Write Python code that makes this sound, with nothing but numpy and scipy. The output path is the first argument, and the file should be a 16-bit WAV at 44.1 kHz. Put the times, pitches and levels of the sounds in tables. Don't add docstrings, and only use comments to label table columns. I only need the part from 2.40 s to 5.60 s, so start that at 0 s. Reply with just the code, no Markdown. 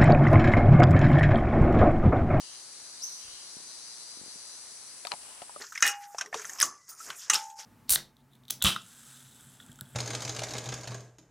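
import sys
import numpy as np
from scipy import signal
from scipy.fft import rfft, irfft
from scipy.io import wavfile

SR = 44100
rng = np.random.default_rng(int(sys.argv[2]) if len(sys.argv) > 2 else 0)


def generate_wav(sig):
    pcm = np.round(np.clip(np.atleast_2d(sig).T, -1, 1) * 32767).astype(np.int16)
    wavfile.write(sys.argv[1], SR, pcm)


N = 141120
TIME = np.arange(N) / SR
FREQS = np.maximum(np.arange(N // 2 + 1) * SR / N, 1)

# time_s, rate_hz
CICADA_RATE = [(0, 119.4), (.3, 118.5), (.5, 118.05), (.85, 118.15), (1.12, 118.45), (1.45, 119.05),
               (1.8, 119.4), (2.3, 119.35), (3.2, 119.0)]
# time_s, level_db
CICADA_LEVEL = [(0, -46.5), (.25, -49.5), (.55, -48), (1.0, -47.5), (1.5, -47.5), (2.1, -49.5), (2.5, -53),
                (2.8, -56), (3.2, -64)]
# time_s, roughness_0_to_1
CICADA_ROUGH = [(0, 0.38), (.25, 0.6), (.45, 0.13), (1.7, 0.2), (2.1, 0.42), (2.45, 0.74), (3.2, 0.4)]
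# frequency_hz, relative_level_db
CICADA_BODY = [(3000, -30.5), (3650, -8.5), (3930, -1.5), (4350, 2.5), (4550, -2.5), (4780, 5.5),
               (5030, 2.5), (5250, -20), (5470, -0.5), (5750, 5.5), (6250, 3), (6650, -0.5), (7100, -5),
               (8500, -63)]
# centre_hz, throb_depth_db
CICADA_BANDS = [(4200, 0.96), (4850, 1), (5950, 0.5)]
# time_s, level_db
CICADA_TOP_LEVEL = [(1.0, 0.5), (1.6, 0.5), (2.4, 2), (3.0, 1)]
CICADA_WAVER = .0014
CICADA_THROB_HZ, CICADA_THROB_WIDTH_HZ = 6.5, 3
CICADA_PAN_DB, CICADA_DIRECT_DB = 3.5, -36.5
CICADA_EVEN = .7
FOREST_T60_S, FOREST_EARLY_T60_S, FOREST_EARLY_DB = 1, 0.061, -6

# start_s, ring_db, ring_centre_hz, tick_db, tick_centre_hz, tick_tuning_ratio, tick_pan_db
KNOCKS = [(2.6502, -41, 1030, -24, 2900, 0.83, 22), (2.6515, -29.5, 705, -31, 2300, 1.46, -18),
          (2.67, -36, 1070, -15.5, 5160, 1.06, 14), (2.6762, -37, 1040, -32, 4030, 0.86, 16),
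          (2.7123, -40, 990, -31, 3740, 1.05, 1), (2.7176, -30.5, 1080, -13, 3450, 0.996, 11),
          (2.7235, -27, 870, -40, 2000, 0.65, -7), (2.7287, -26.5, 910, -37, 2200, .85, -12),
          (2.737, -26.5, 800, -31.5, 2200, .9, 22), (3.0188, -31, 713, -31.5, 2900, 1.14, 14),
          (3.024, -35, 860, -38, 3000, 1.14, 12), (3.095, -34, 945, -58, 2500, 0.89, 1),
          (3.161, -38, 1290, -50, 2500, 1, 12), (3.1611, -35, 600, -53, 2500, 0.65, 2)]
# frequency_hz, level_db, t60_s
CASE_RING = [(470, 1, 0.038), (597, -1.5, 0.039), (705, -1, 0.042), (860, -3, 0.027), (982, 1, 0.025),
             (1227, 9.5, 0.025)]
# frequency_hz, level_db, t60_s
CASE_TICK = [(1160, 3, 0.02), (1710, 4, 0.0032), (2500, -9, 0.012), (2900, -9.5, 0.0093),
             (4133, -3.5, 0.0068), (4570, -22, 0.0098), (5350, -24, 0.0098)]
RING_SPREAD_OCT, RING_RISE_S, RING_PAN_DB, RING_LAG_S = .17, .004, 0.5, 0.00023
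TICK_SPREAD_OCT, TICK_DULL_HZ, CONTACT_S = 0.59, 5200, .0028
CRACK_DB, CRACK_T60_S = -15, .005
RATTLE_DB, RATTLE_T60_S = -11, .045
CASE_LOW_HZ, CASE_HIGH_HZ = 190, 11000

# start_s, level_db, frequency_hz, pan_db
BUMPS = [(.852, -55, 45, -2), (0.883, -53, 42, -1), (.936, -60, 35, 3), (1.168, -36.5, 186, 15),
         (1.202, -40.5, 270, 18), (1.772, -38.5, 248, 23), (1.794, -45.5, 298, 6), (1.814, -36.5, 182, 22),
         (1.835, -40.5, 205, 24), (1.862, -39.5, 270, 23), (1.88, -41, 226, 27), (1.957, -42, 193, 17),
         (2.737, -39.5, 158, -2), (3.0193, -43, 170, 1), (3.162, -44, 200, 3)]
BUMP_CYCLES, BUMP_DULL_HZ = 2.3, 640
BRUSH_DB, BRUSH_T60_S, BRUSH_FROM_HZ = -1, 0.12, 590

# frequency_hz, relative_density_db_per_hz
RUB = [(300, -13), (650, -2.5), (950, 0.5), (1400, -5), (2100, -16), (2850, -0.5), (3600, -13), (8000, -29),
       (13300, -17), (14500, -38)]
RUB_S, RUB_LENGTH_S, RUB_DB, RUB_FLUTTER_DB = 2.762, 0.3, -55.5, 1.5

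CHIRP_S, CHIRP_LENGTH_S, CHIRP_RELEASE_S = .601, .042, .002
CHIRP_FROM_HZ, CHIRP_TOP_HZ, CHIRP_RISE_S = 2850, 6850, .0215
CHIRP_SWELL_DB, CHIRP_SWELL_S = 27, .026
CHIRP_DB, CHIRP_OCTAVE_DB, CHIRP_PAN_DB = -38, -19, 3
CHIRP_T60_S, CHIRP_ECHO_DB, CHIRP_ECHO_PAN_DB = 0.88, 5.5, 0.5
LEAVES_DB, LEAVES_T60_S = 0, .1

# start_s, length_s, peak_level_db
FAR_CALLS = [(-.05, 0.27, -57), (.77, 0.32, -57)]
FAR_CALL_HZ, FAR_CALL_WIDTH_HZ = 3020, 700

# frequency_hz, relative_density_db_per_hz
CHORUS = [(3000, -28), (5300, -7.5), (6800, -13), (7400, -3), (7950, -1), (8650, -3), (9550, 1),
          (10100, -1.5), (10700, -8.5), (11600, -16), (12400, -35), (14000, -73)]
# time_s, level_db
CHORUS_LEVEL = [(0, -50), (1.0, -49.5), (2.0, -48.5), (2.7, -48), (3.2, -49)]
CHORUS_PAN_DB, CHORUS_FLUTTER_DB = 4.5, .5

# frequency_hz, relative_density_db_per_hz
AIR = [(25, -22), (60, -7.5), (150, -4.5), (300, -2.5), (600, -2), (1050, 0), (1600, -1.5), (2600, -3),
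       (3350, -4), (4500, -1), (5270, -5), (7000, -6.5), (12000, -39), (15500, -20.5)]
# frequency_hz, correlation
LIKENESS = [(60, 0.2), (300, 0.53), (1200, 0.58), (3000, 0.57), (7000, 0.12)]
AIR_DB, AIR_PAN_DB = -56, -0.5

CUTOFF_HZ = 15800


def cicada():
    rate = in_time(CICADA_RATE)
    cycles = np.cumsum(rate * (1 + CICADA_WAVER * drift(11.9))) / SR
    seconds_from_click = (cycles % 1 - .5) / rate
    clicks = np.exp(-(seconds_from_click * SR / 2) ** 2)
    rasp = rng.standard_normal(N) * np.sin(np.pi * cycles) ** 2
    rough = np.clip(in_time(CICADA_ROUGH), 0, 1)
    regular = np.sqrt(1 - rough) * colour(clicks, CICADA_BODY)
    ragged = np.sqrt(rough) * colour(rasp, CICADA_BODY)
    song = regular + ragged
    led_in = np.concatenate([song[SR // 2:0:-1], song])
    scattered = forest(led_in, FOREST_T60_S, CICADA_EVEN)[:, -N:]
    heard = rms_one(scattered + from_db(CICADA_DIRECT_DB) * song)
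    return swell_bands(heard) * from_db(in_time(CICADA_LEVEL)) * pan(CICADA_PAN_DB)


def swell_bands(x):
    nearest = np.argmin([np.abs(FREQS - hz) for hz, _ in CICADA_BANDS], axis=0)
    levels_db = [depth_db * throb() for _, depth_db in CICADA_BANDS]
    levels_db[-1] = levels_db[-1] + in_time(CICADA_TOP_LEVEL)
    spectrum = rfft(x)
    return sum(irfft(spectrum * (nearest == k), N) * from_db(db) for k, db in enumerate(levels_db))


def throb():
    band = 1 / (1 + ((FREQS - CICADA_THROB_HZ) / CICADA_THROB_WIDTH_HZ) ** 2)
    return rms_one(irfft(rfft(rng.standard_normal(N)) * band, N))


def knocks():
    out, grit = 0, rng.standard_normal((2, N))
    for s, ring_db, ring_hz, tick_db, tick_hz, tuning, pan_db in KNOCKS:
        decay_db = -60 * np.clip((TIME - s) / CRACK_T60_S, 0, 2)
        crack = grit * (TIME >= s) * from_db(CRACK_DB + decay_db)
        hollow = np.array([strike(s + lag, bloom, CASE_RING, ring_hz, RING_SPREAD_OCT)
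                           for lag in (0, RING_LAG_S)])
        hard = strike(s, velocity, CASE_TICK, tick_hz, TICK_SPREAD_OCT, tuning)
        grating = cut(chatter(), TICK_DULL_HZ)
        tick = signal.oaconvolve(hard, grating)[:N] + crack
        out = out + from_db(ring_db) * hollow * pan(RING_PAN_DB)
        out = out + from_db(tick_db) * tick * pan(pan_db)
    out = out + from_db(RATTLE_DB) * scatter(out, RATTLE_T60_S)
    return cut(out, (CASE_LOW_HZ, CASE_HIGH_HZ), "band")


def strike(s, mode, modes, centre_hz, spread_oct, tuning=1):
    out = 0
    for hz, db, t60 in modes:
        octaves_away = np.log2(hz / centre_hz)
        weight = from_db(db) / (1 + (octaves_away / spread_oct) ** 2)
        out = out + weight * mode(s, hz * tuning, t60)
    return out


def ring(s, hz, t60):
    out, age = np.zeros(N + SR), TIME[:SR // 4]
    start = int(s * SR)
    out[start:start + len(age)] = np.sin(2 * np.pi * hz * age) * from_db(-60 * age / t60)
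    return out[:N]


def velocity(s, hz, t60):
    return np.diff(ring(s, hz, t60), prepend=0) * SR / (2 * np.pi * hz)


def bloom(s, hz, t60):
    return ring(s, hz, t60) - ring(s, hz, RING_RISE_S)


def chatter(size=512):
    gate = np.exp(-(TIME[:size] / CONTACT_S) ** 4)
    burst = rng.standard_normal(size)
    for _ in range(8):
        phase = np.angle(rfft(burst * gate))
        burst = gate * irfft(np.exp(1j * phase))
    return rms_one(burst) / np.sqrt(size)


def bumps():
    pushes = 0
    for s, db, hz, pan_db in BUMPS:
        pushes = pushes + from_db(db) * thud(s, hz, BUMP_CYCLES / hz) * pan(pan_db)
    brush = scatter(cut(pushes, BRUSH_FROM_HZ, "high"), BRUSH_T60_S)
    return pushes + from_db(BRUSH_DB) * brush


def thud(s, hz, t60):
    return cut(velocity(s, hz, t60), BUMP_DULL_HZ)


def rub():
    stroke = arch(RUB_S, RUB_LENGTH_S)
    level_db = RUB_DB + RUB_FLUTTER_DB * drift(60)
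    return colour(rng.standard_normal((2, N)), RUB) * stroke * from_db(level_db)


def chirp():
    age = np.maximum(TIME - CHIRP_S, 0)
    pitch_hz = CHIRP_TOP_HZ + (CHIRP_FROM_HZ - CHIRP_TOP_HZ) * np.exp(-age / CHIRP_RISE_S)
    phase = 2 * np.pi * np.cumsum(pitch_hz) / SR
    swell = from_db(CHIRP_DB - CHIRP_SWELL_DB * np.maximum(1 - age / CHIRP_SWELL_S, 0))
    gate = (age > 0) * np.exp(-np.maximum(age - CHIRP_LENGTH_S, 0) / CHIRP_RELEASE_S)
    whistle = np.sin(phase) + from_db(CHIRP_OCTAVE_DB) * np.sin(2 * phase)
    call = np.sqrt(2) * swell * gate * whistle
    near = call + from_db(LEAVES_DB) * scatter(call, LEAVES_T60_S)
    echo = from_db(CHIRP_ECHO_DB) * forest(call, CHIRP_T60_S)
    return near * pan(CHIRP_PAN_DB) + echo * pan(CHIRP_ECHO_PAN_DB)


def forest(x, t60, even=0):
    age = TIME[:SR]
    early = from_db(FOREST_EARLY_DB - 60 * age / FOREST_EARLY_T60_S)
    decay = from_db(-60 * age / t60) + early
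    response = rfft(rng.standard_normal((2, SR)) * decay, 2 * SR)
    echoes = irfft(response / np.abs(response) ** np.clip(even, 0, 1))[:, :SR]
    return signal.fftconvolve(x[None], rms_one(echoes) / np.sqrt(SR), axes=1)[:, :len(x)]


def scatter(x, t60):
    age = TIME[:SR // 8]
    spray = rms_one(rng.standard_normal((2, len(age))) * from_db(-60 * age / t60)) / np.sqrt(len(age))
    return signal.fftconvolve(np.atleast_2d(x), spray, axes=1)[:, :N]


def far_calls():
    response = 1 / (1 + (2 * (FREQS - FAR_CALL_HZ) / FAR_CALL_WIDTH_HZ) ** 4)
    band = rms_one(irfft(rfft(rng.standard_normal((2, N))) * response, N))
    return band * sum(from_db(db) * arch(s, length) for s, length, db in FAR_CALLS)


def chorus():
    level_db = in_time(CHORUS_LEVEL) + CHORUS_FLUTTER_DB * drift(22)
    return colour(rng.standard_normal((2, N)), CHORUS) * from_db(level_db) * pan(CHORUS_PAN_DB)


def air():
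    alike = np.clip(by_hz(LIKENESS), -1, 1)
    mid, side = rfft(rng.standard_normal((2, N)))
    both = irfft(np.sqrt(1 + alike) * mid + np.sqrt(1 - alike) * side * [[1], [-1]], N)
    return colour(both, AIR) * from_db(AIR_DB) * pan(AIR_PAN_DB)


def from_db(db):
    return 10 ** (np.asarray(db) / 20)


def rms_one(x):
    return x / np.sqrt(np.mean(x ** 2, axis=-1, keepdims=True) + 1e-20)


def in_time(rows):
    return np.interp(TIME, *np.transpose(rows))


def by_hz(points):
    hz, value = np.transpose(points)
    return np.interp(np.log(FREQS), np.log(hz), value)


def colour(x, spectrum):
    return rms_one(irfft(rfft(x) * from_db(by_hz(spectrum)), N))


def arch(s, length):
    progress = np.clip((TIME - s) / length, 0, 1)
    return np.sqrt(np.abs(np.sin(np.pi * progress)))


def pan(db):
    gains = from_db(np.array([[db], [-db]]) / 2)
    return gains / np.sqrt(np.mean(gains ** 2))


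def drift(rate_hz):
    return rms_one(irfft(rfft(rng.standard_normal(N)) / (1 + (FREQS / rate_hz) ** 2), N))


def cut(x, hz, kind="low"):
    return signal.sosfilt(signal.butter(2, hz, kind, fs=SR, output="sos"), x + 1e-18)


def scene():
    animals = cicada() + chirp() + far_calls()
    handling = knocks() + bumps() + rub()
    return animals + handling + chorus() + air()


def record(dry):
    return signal.sosfiltfilt(signal.ellip(10, .05, 60, CUTOFF_HZ, fs=SR, output="sos"), dry)


dry = scene()
out = record(dry)
generate_wav(out)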